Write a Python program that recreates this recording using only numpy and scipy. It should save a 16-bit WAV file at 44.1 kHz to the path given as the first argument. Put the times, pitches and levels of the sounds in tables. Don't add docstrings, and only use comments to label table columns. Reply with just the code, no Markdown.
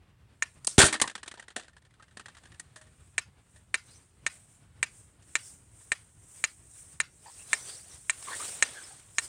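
import sys
import numpy as np
from scipy import signal
from scipy.io import wavfile
from scipy.ndimage import uniform_filter1d

SR = 44100
rng = np.random.default_rng(int(sys.argv[2]) if len(sys.argv) > 2 else 0)


def dump(signal):
    limited = np.clip(np.atleast_2d(signal).T, -1, 1)
    pcm = np.round(limited * 32767).astype(np.int16)
    wavfile.write(sys.argv[1], SR, pcm)


N = 409237

# hz [Hz], level_db [dB]
AIR_SPECTRUM = [(18, -39), (30, -9.5), (70, 1), (109, 0), (233, -14.5), (295, -16), (632, -23.5),
                (913, -23), (1390, -24.5), (2980, -28), (3490, -30), (6900, -38), (8520, -36.5),
                (14400, -41), (16000, -45)]
AIR_LEVEL_DB = -60.5
# hz [Hz], t60_s [s]
GARDEN_DECAY = [(300, 0.056), (2000, 0.17), (8000, 0.17)]
# hz [Hz], level_db [dB]
BLADE_SPECTRUM = [(3500, -48.5), (5200, -12), (7600, 1.5), (8800, 6), (10000, -5.5), (12600, -5.5),
                  (15000, 2), (16000, -9.5)]
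# hz [Hz], level_db [dB]
SCUFF_SPECTRUM = [(2500, -40), (3500, -9), (4800, -3.5), (6200, -2), (8000, -39.5)]
# hz [Hz], level_db [dB]
CLOTH_SPECTRUM = [(120, -40), (200, -11), (450, -5.5), (985, -9), (1640, -6.5), (2180, -8.5), (3590, -8.5),
                  (6000, -18), (7800, -41.5), (13200, -120)]
# peak_s [s], hiss_db [dB],
# rise_s and fall_s [s per 20 dB of hiss], scuff_db and body_db [dB against hiss]
SWISHES = [(.5, -63.5, 0.22, 0.55, -14, -19), (.72, -50, .05, 0.28, -6.5, -12),
           (1.301, -71, 0.35, 0.44, -7, 11), (2.42, -65.5, 0.91, 1, -15, -0.5),
           (3.08, -63.5, 0.74, 0.33, -18, -13), (3.56, -61.5, 0.25, 0.19, -25, -12.5),
           (3.92, -55.5, 0.26, 0.28, -6.5, -9), (4.33, -50.5, 0.09, 0.2, -18.5, -10),
           (4.55, -59.5, 0.53, 0.17, -23.5, -14), (4.98, -53, 0.26, 0.22, -21, -18.5),
           (5.3, -56.5, 0.1, 0.37, -19.5, -12.5), (5.47, -44.5, 0.21, 0.18, -12, -20.5),
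           (5.818, -52, 0.24, 0.5, -23, -17.5), (6.0, -65, 0.14, 0.21, -15, -2),
           (6.39, -46.5, 0.28, 0.34, -26, -17.5), (6.79, -47, 0.24, 0.23, -20.5, -18),
           (6.93, -53, 0.19, 0.11, -12, -14), (7.27, -54, 0.13, 0.18, -6.5, -7.5),
           (7.4, -47, 0.39, 0.24, -12, -13.5), (7.54, -40.5, 0.18, 0.31, -8, -10),
           (7.7, -41.5, 0.22, 0.27, -6.5, -11), (7.94, -48.5, 0.25, 0.19, -8.5, -9),
           (8.302, -43.5, .25, 0.9, -8, -5), (8.45, -34, 0.42, 0.32, -11, -12),
           (8.68, -46.5, 0.44, 0.51, -7.5, -1.5), (8.88, -48, 0.9, 0.29, -8, -9),
           (9.24, -39.5, 0.14, 0.15, -6.5, -14)]
SCUFF_STEEP, BODY_STEEP = 1.6, 1.4
# start_s [s], length_s [s], level_db [dB], from_hz [Hz], to_hz [Hz]
SQUEAK_EVENTS = [(7.24, 0.079, -54, 777, 990), (7.382, 0.056, -60, 2600, 2790),
                 (8.261, 0.089, -43, 1140, 1060), (8.308, 0.061, -40.5, 1610, 1900),
                 (8.391, .05, -45, 1080, 1400), (8.727, .11, -49, 1680, 1540),
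                 (8.894, 0.058, -58.5, 794, 776)]
# hz [Hz], level_db [dB], t60_s [s]
SLAB_MODES = [(91.26, -11.5, 0.18), (137, -11, 0.2), (255, -15.5, 0.038), (317, -20, 0.65), (393, -6, 0.22),
              (615, -19.5, 0.31)]
# start_s [s], level_db [dB]
SLAB_BLOWS = [(0.672, -42.5), (0.783, 1.5), (0.792, -19), (0.837, -4), (1.018, -22), (1.561, -54),
              (2.173, -50)]
# start_s [s], level_db [dB]
HOLLOW_BOUNCES = [(2.759, -56), (2.812, -63), (2.867, -74), (3.559, -66.5)]
# hz [Hz], level_db [dB], t60_s [s]
HOLLOW_MODES = [(621, 5.5, 0.31), (2430, -2, 0.068)]
# level_db [dB over the ring], treble_db [dB], wood_db [dB], t60_s [s], panel_hz [Hz]
HOLLOW_CONTACT = (18, 3, 0, 0.11, 1817)
# start_s [s], level_db [dB], return_after_s [s], return_db [dB]
ROD_SWINGS = [(1.075, -8, 0.022, -16), (1.152, -13, 0.026, -24.5), (1.23, -17, 0.03, -25),
              (1.313, -20.5, 0.026, -26), (1.396, -22, 0.028, -29.5), (1.481, -25, 0.022, -29.5),
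              (1.561, -13, 0.035, -22), (1.644, -38, 0.036, -34), (1.731, -44.5, 0.035, -34.5),
              (1.819, -43, 0.031, -39), (1.907, -48, 0.031, -44), (1.997, -48, 0.027, -35),
              (2.081, -43, .028, -43), (2.17, -24.5, .025, -26), (2.258, -26, 0.024, -29),
              (2.348, -37, 0.02, -32), (2.435, -37.5, 0.019, -35.5), (2.518, -37, 0.025, -40)]
TAP_TREBLE_DB, TAP_WOOD_DB, TAP_T60_S = -5.5, -9.5, 0.045
SOFT_WOOD = 0.14
TAP_OUT_HZ, TAP_BACK_HZ = 1892, 1649
CHATTER_S, CHATTER_DB = 0.014, -9
# [Hz, nominal]
SHOT_BLOWS = [(.646, -34.5, 19.5, -2, 0.022, 1491), (.670, -24, 26.2, -16, 0.017, 1500),
              (.6741, -3, 3, -20, .012, 1500), (.677, -37, 16, -21.5, 0.21, 1511)]
# [Hz, nominal]
CASE_BLOWS = [(0.78, 5, -2, -13, 0.042, 800), (0.789, 4, 1, -16, 0.09, 1860), (0.8, 0, -3, -2, 0.22, 1660),
              (0.814, 4.5, -3, -24, 0.12, 1760), (0.827, -3, -3, -8.5, 0.12, 1460),
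              (0.842, -5.5, 5, -2, 0.07, 607.5), (0.852, -16.5, 16, -2, 0.07, 1562),
              (0.862, -5.5, 4, -19, 0.099, 1800), (0.881, -9, -10, -21, 0.12, 2320),
              (0.926, -10, 6.5, 2.5, 0.063, 2080), (0.94, -6, -7, -3.5, 0.088, 1720),
              (0.951, -20.5, -16.5, 6.5, 0.034, 1740), (0.999, -5, -3.5, -7, 0.023, 1950),
              (1.015, 6, 2.5, -17, 0.046, 1180), (1.038, -22, -24, 8, 0.11, 1076),
              (1.277, -12.5, -2, -30, 0.04, 2300), (1.373, -33.5, -14, -5, 0.19, 960),
              (1.562, -19.5, -2, -3.5, 0.11, 770), (1.624, -37, -7, -5, 0.19, 676),
              (1.996, -46, -11, 8, 0.07, 1190), (2.596, -31.5, 11, 2, 0.04, 1835),
              (5.222, -48.5, 3, -7, 0.091, 643), (5.808, -48, -2.5, 1, 0.051, 1840),
              (7.852, -50.5, -4, -1.5, 0.16, 770), (8.225, -30.5, 9.5, -8, 0.021, 1170),
              (8.995, -40.5, -0.5, -7, 0.035, 651)]
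# hz [Hz], level_db [dB]
CLATTER_SPECTRUM = [(120, -34), (200, -10), (400, -16), (900, -14), (1500, -11.5), (3500, -10), (5300, -14),
                    (8700, -6), (11000, -19), (16000, -37)]
PANEL_T60_S, PANEL_SPREAD = 0.022, 0.04
# [dB, pin against wood]
ESCAPEMENT_BEATS = [(0.4238, -11.5, 1), (3.1811, -10, -1), (3.7429, -8, -1.5), (4.2651, -10.5, 2),
                    (4.829, -9, 1), (5.3544, -8, 1), (5.919, -9, -2), (6.4403, -8, 1.5),
                    (7.0023, -9.5, 2.5), (7.5311, -7.5, 2), (8.0967, -10, 4), (8.625, -5, 5.5),
                    (9.184, -9, 3)]
# [s, before the pin stills the case]
CASE_MODES = [(312, -12, 0.039), (564, -56, 0.0057), (856, -5, 0.023), (1220, -32, 0.067),
              (1390, -6, 0.054), (1720, -43, 0.067), (1826, 18, 0.05), (2210, -34, 0.016),
              (2339, 13, 0.054), (2440, -17, 0.089), (2720, -1.5, 0.12), (2870, -38.5, 0.031),
              (3726, 2.5, 0.064), (4058, 7, 0.044), (3990, 0, 0.073), (5620, -57, 0.045),
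              (6480, -18, 0.045)]
# hz [Hz], level_db [dB], t60_s [s]
PANEL_SWING = [(2100, 0, .006)]
# hz [Hz], level_db [dB]
RATTLE_SPECTRUM = [(200, -18.5), (600, -11), (1200, -4.5), (2200, -1), (3200, -8.5), (5000, -9.5),
                   (7500, -12), (16000, -20)]
# hz [Hz], level_db [dB], t60_s [s]
PIN_MODES = [(6750, -3, .008), (7200, -5, .007), (7900, -6, .007), (8300, 0, .009), (8900, -10, .006)]
# [dB, nominal]
PIN_REBOUNDS = [(-.002, -32), (0, 0), (.0021, -6), (.0057, -4), (.0108, -11)]
# hz [Hz], level_db [dB]
SIDE_SPECTRUM = [(60, -41.5), (400, -32), (2000, -22), (6000, -19), (15000, -12)]
EDGE_HZ = 16300
HELD_PEAK_FALL_DB_PER_S = 9


def amp(db):
    return 10 ** (np.asarray(db) / 20)


def evened(x):
    return x / np.sqrt(np.mean(x ** 2) + 1e-20)


def read(points, hz):
    f, value = np.transpose(points)
    return np.interp(np.log(hz + 1), np.log(f + 1), value)


def add(mix, s, sound):
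    part = mix[round(s * SR):][:len(sound)]
    part += sound[:len(part)]


def colour(points):
    level_db = np.maximum(read(points, abs(np.fft.fftfreq(4096, 1 / SR))), -90)
    spectrum = np.exp(np.conj(signal.hilbert(np.log(amp(level_db)))))
    response = np.fft.ifft(spectrum).real[:2048]
    return response / np.linalg.norm(response)


def ring(modes, spread_db=0, size=3000):
    t = np.arange(size) / SR
    hz, db, t60 = np.transpose(modes)[:, :, None]
    db = db + spread_db * rng.standard_normal(db.shape)
    x = (amp(db - 60 * t / t60) * np.sin(2 * np.pi * hz * t)).sum(0)
    return x / abs(x).max()


def noise(points, patchy_db, flicker_db, size=512):
    frames, hz = 4 * N // size + 5, np.fft.rfftfreq(size, 1 / SR)
    a, b, patches = rng.standard_normal((frames, len(hz), 3)).T
    patches = uniform_filter1d(patches, 8, 0)
    patches = evened(uniform_filter1d(patches, 12, 1))
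    flicker = evened(uniform_filter1d(rng.standard_normal(frames), 3))
    level_db = read(points, hz)[:, None] + patchy_db * patches + flicker_db * flicker
    x = signal.istft((a + 1j * b) * amp(level_db), nperseg=size, noverlap=3 * size // 4)[1]
    return evened(x[:N])


def distant_air():
    return amp(AIR_LEVEL_DB) * noise(AIR_SPECTRUM, patchy_db=1.13, flicker_db=2.5, size=2048)


def garden(x):
    echoes = np.zeros(SR // 2)
    at = np.arange(1300, len(echoes) - 20, 20)
    echoes[at + rng.integers(0, 20, len(at))] = rng.choice([-1., 1.], len(at))
    hz, t, z = signal.stft(echoes, SR, nperseg=256)
    decay = amp(-60 * t / read(GARDEN_DECAY, hz)[:, None])
    tail = signal.istft(z * decay, SR, nperseg=256)[1]
    return signal.oaconvolve(x, tail / np.linalg.norm(tail))[:N]


def rustle():
    s, hiss_db, rise, fall, scuff_db, body_db = np.transpose(SWISHES)[:, :, None]
    t = np.arange(0, N, 64) / SR
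    away_db = -20 * np.maximum((s - t) / rise, (t - s) / fall)

    def swell(db):
        return np.interp(np.arange(N) / SR, t, np.linalg.norm(amp(db), axis=0))

    hiss = swell(hiss_db + away_db)
    scuff = swell(hiss_db + scuff_db + SCUFF_STEEP * away_db)
    body = swell(hiss_db + body_db + BODY_STEEP * away_db)
    grass = hiss * noise(BLADE_SPECTRUM, patchy_db=-0.94, flicker_db=1.07)
    grass += scuff * noise(SCUFF_SPECTRUM, patchy_db=6.0, flicker_db=0.5)
    return grass + body * noise(CLOTH_SPECTRUM, patchy_db=1.5, flicker_db=1.5)


def squeak(length, db, from_hz, to_hz, width_hz=180):
    hz = np.linspace(from_hz, to_hz, round(length * SR))
    turn = np.exp(2j * np.pi * np.cumsum(hz) / SR)
    r = np.exp(-np.pi * width_hz / SR)
    rub, grip = rng.standard_normal((2, 8000))[:, :len(hz)]
    band = turn * signal.lfilter([1], np.convolve([1, -r], [1, -r]), rub / turn)
    tone = evened(band.real) + amp(-11) * evened((band ** 2).real)
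    broken_db = 1.8 * evened(uniform_filter1d(grip, 300))
    return amp(db + broken_db) * tone * signal.windows.tukey(len(hz), 0.7)


def slab():
    out = np.zeros(N)
    u = np.arange(800) / SR / 0.0011
    push = u * (2 - u) * np.exp(-u)
    for s, db in SLAB_BLOWS:
        add(out, s, -amp(db + 1) * push)
        add(out, s, -amp(db - 12) * ring(SLAB_MODES, spread_db=1, size=20000))
    return out


def hollow_ring():
    out = np.zeros(N)
    for s, db in HOLLOW_BOUNCES:
        add(out, s, amp(db) * ring(HOLLOW_MODES, size=9000))
    return out


def light_taps():
    contact_db, *contact = HOLLOW_CONTACT
    hollow = [(s, db + contact_db, *contact) for s, db in HOLLOW_BOUNCES]
    hits = []
    for s, db, lag, back_db in ROD_SWINGS:
        hits.append((s, db, TAP_OUT_HZ))
        hits.append((s + lag, back_db, TAP_BACK_HZ))
        hits.append((s + lag + CHATTER_S, back_db + CHATTER_DB, TAP_OUT_HZ))
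    top_db = max(db for s, db, hz in hits)
    rod = []
    for s, db, hz in hits:
        wood_db = TAP_WOOD_DB + SOFT_WOOD * (top_db - db)
        rod.append((s, db, TAP_TREBLE_DB, wood_db, TAP_T60_S, hz))
    return hollow + rod


def knocks():
    dull, bright, wood = np.zeros((3, N))
    t = np.arange(8000) / SR
    onset = 1 - np.exp(-t / 0.0011)
    main_hz = CASE_MODES[6][0]
    for s, db, treble_db, wood_db, t60, hz in SHOT_BLOWS + CASE_BLOWS + light_taps():
        grit, lumps = rng.standard_normal((2, len(t)))
        uneven_db = 2.2 * evened(uniform_filter1d(lumps, 60))
        burst = amp(db - 9.5 - 60 * t / max(t60, 0.004) + uneven_db) * onset * grit
        panel_hz = hz * (1 + PANEL_SPREAD * lumps[0])
        panel = ring([(panel_hz, 0, PANEL_T60_S), (main_hz, -5, PANEL_T60_S)], size=2000)
        add(dull, s, burst)
        add(bright, s, amp(treble_db) * burst)
        add(wood, s, amp(wood_db) * signal.oaconvolve(burst, panel / np.linalg.norm(panel)))
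    low = signal.butter(3, 5000, fs=SR, output="sos")
    high = signal.butter(3, 5000, "high", fs=SR, output="sos")
    direct = signal.sosfilt(low, dull) + signal.sosfilt(high, bright)
    return wood + signal.oaconvolve(direct, colour(CLATTER_SPECTRUM))[:N]


def metronome():
    near, far = np.zeros((2, N))
    crack, t = colour(RATTLE_SPECTRUM), np.arange(3000) / SR
    spreading = 1 - np.exp(-(t / 0.00035) ** 2)
    settling = np.exp(-(t / 0.022) ** 2)
    touch = np.minimum(t / 0.00027, 1)
    for s, db, pin_db in ESCAPEMENT_BEATS:
        add(near, s, amp(db - 4.5) * ring(CASE_MODES, spread_db=3) * spreading * settling)
        add(near, s, amp(db + 3) * ring(PANEL_SWING) * spreading)
        grit = np.convolve(rng.standard_normal(len(t)), crack)[:len(t)]
        rattle = amp(db - 60 * t / 0.061) * grit
        add(near, s, amp(-19) * rattle)
        add(far, s, amp(-6) * rattle)
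        for delay, rebound_db in PIN_REBOUNDS:
            late, weak = rng.standard_normal(2) * abs(delay)
            pin = ring(PIN_MODES, spread_db=15.5) * touch
            add(near, s + delay + 0.082 * late, amp(db + rebound_db + pin_db + 75 * weak) * pin)
    return near, far


def scene():
    beats, far_cracks = metronome()
    clatter = knocks() + hollow_ring()
    rubs = rustle()
    for start, *row in SQUEAK_EVENTS:
        add(rubs, start, squeak(*row))
    answer = amp(-27.5) * garden(far_cracks + clatter)
    mono = distant_air() + answer + rubs + slab() + clatter + beats
    hz, t, z = signal.stft(mono, SR, nperseg=256)
    random_phase = np.exp(2j * np.pi * rng.random(z.shape))
    side = signal.istft(z * amp(read(SIDE_SPECTRUM, hz))[:, None] * random_phase, nperseg=256)[1][:N]
    return np.array([mono + side, mono - side])


def record(dry):
    heard = signal.sosfilt(signal.butter(2, 45, "high", fs=SR, output="sos"), dry)
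    softened = signal.sosfilt(signal.butter(8, 10000, fs=SR, output="sos"), heard)
    heard = 0.12 * heard + 0.88 * softened
    heard = heard + amp(-85.5) * rng.standard_normal(N)
    power_db = 10 * np.log10(abs(uniform_filter1d((heard ** 2).mean(0), 2000)) + 1e-12)
    fall_db = np.arange(N) * HELD_PEAK_FALL_DB_PER_S / SR
    held_db = np.maximum.accumulate(power_db + fall_db) - fall_db
    over_db = np.maximum(held_db + 25, 0)
    dip_db = 0.5 * signal.lfilter([0.0003], [1, 0.0003 - 1], over_db)
    rounded = np.tanh(heard / amp(dip_db))
    band_limit = signal.firwin(511, EDGE_HZ, window=("kaiser", 9), fs=SR)
    return signal.oaconvolve(rounded, band_limit[None], "same")


dry = scene()
out = record(dry)
dump(out)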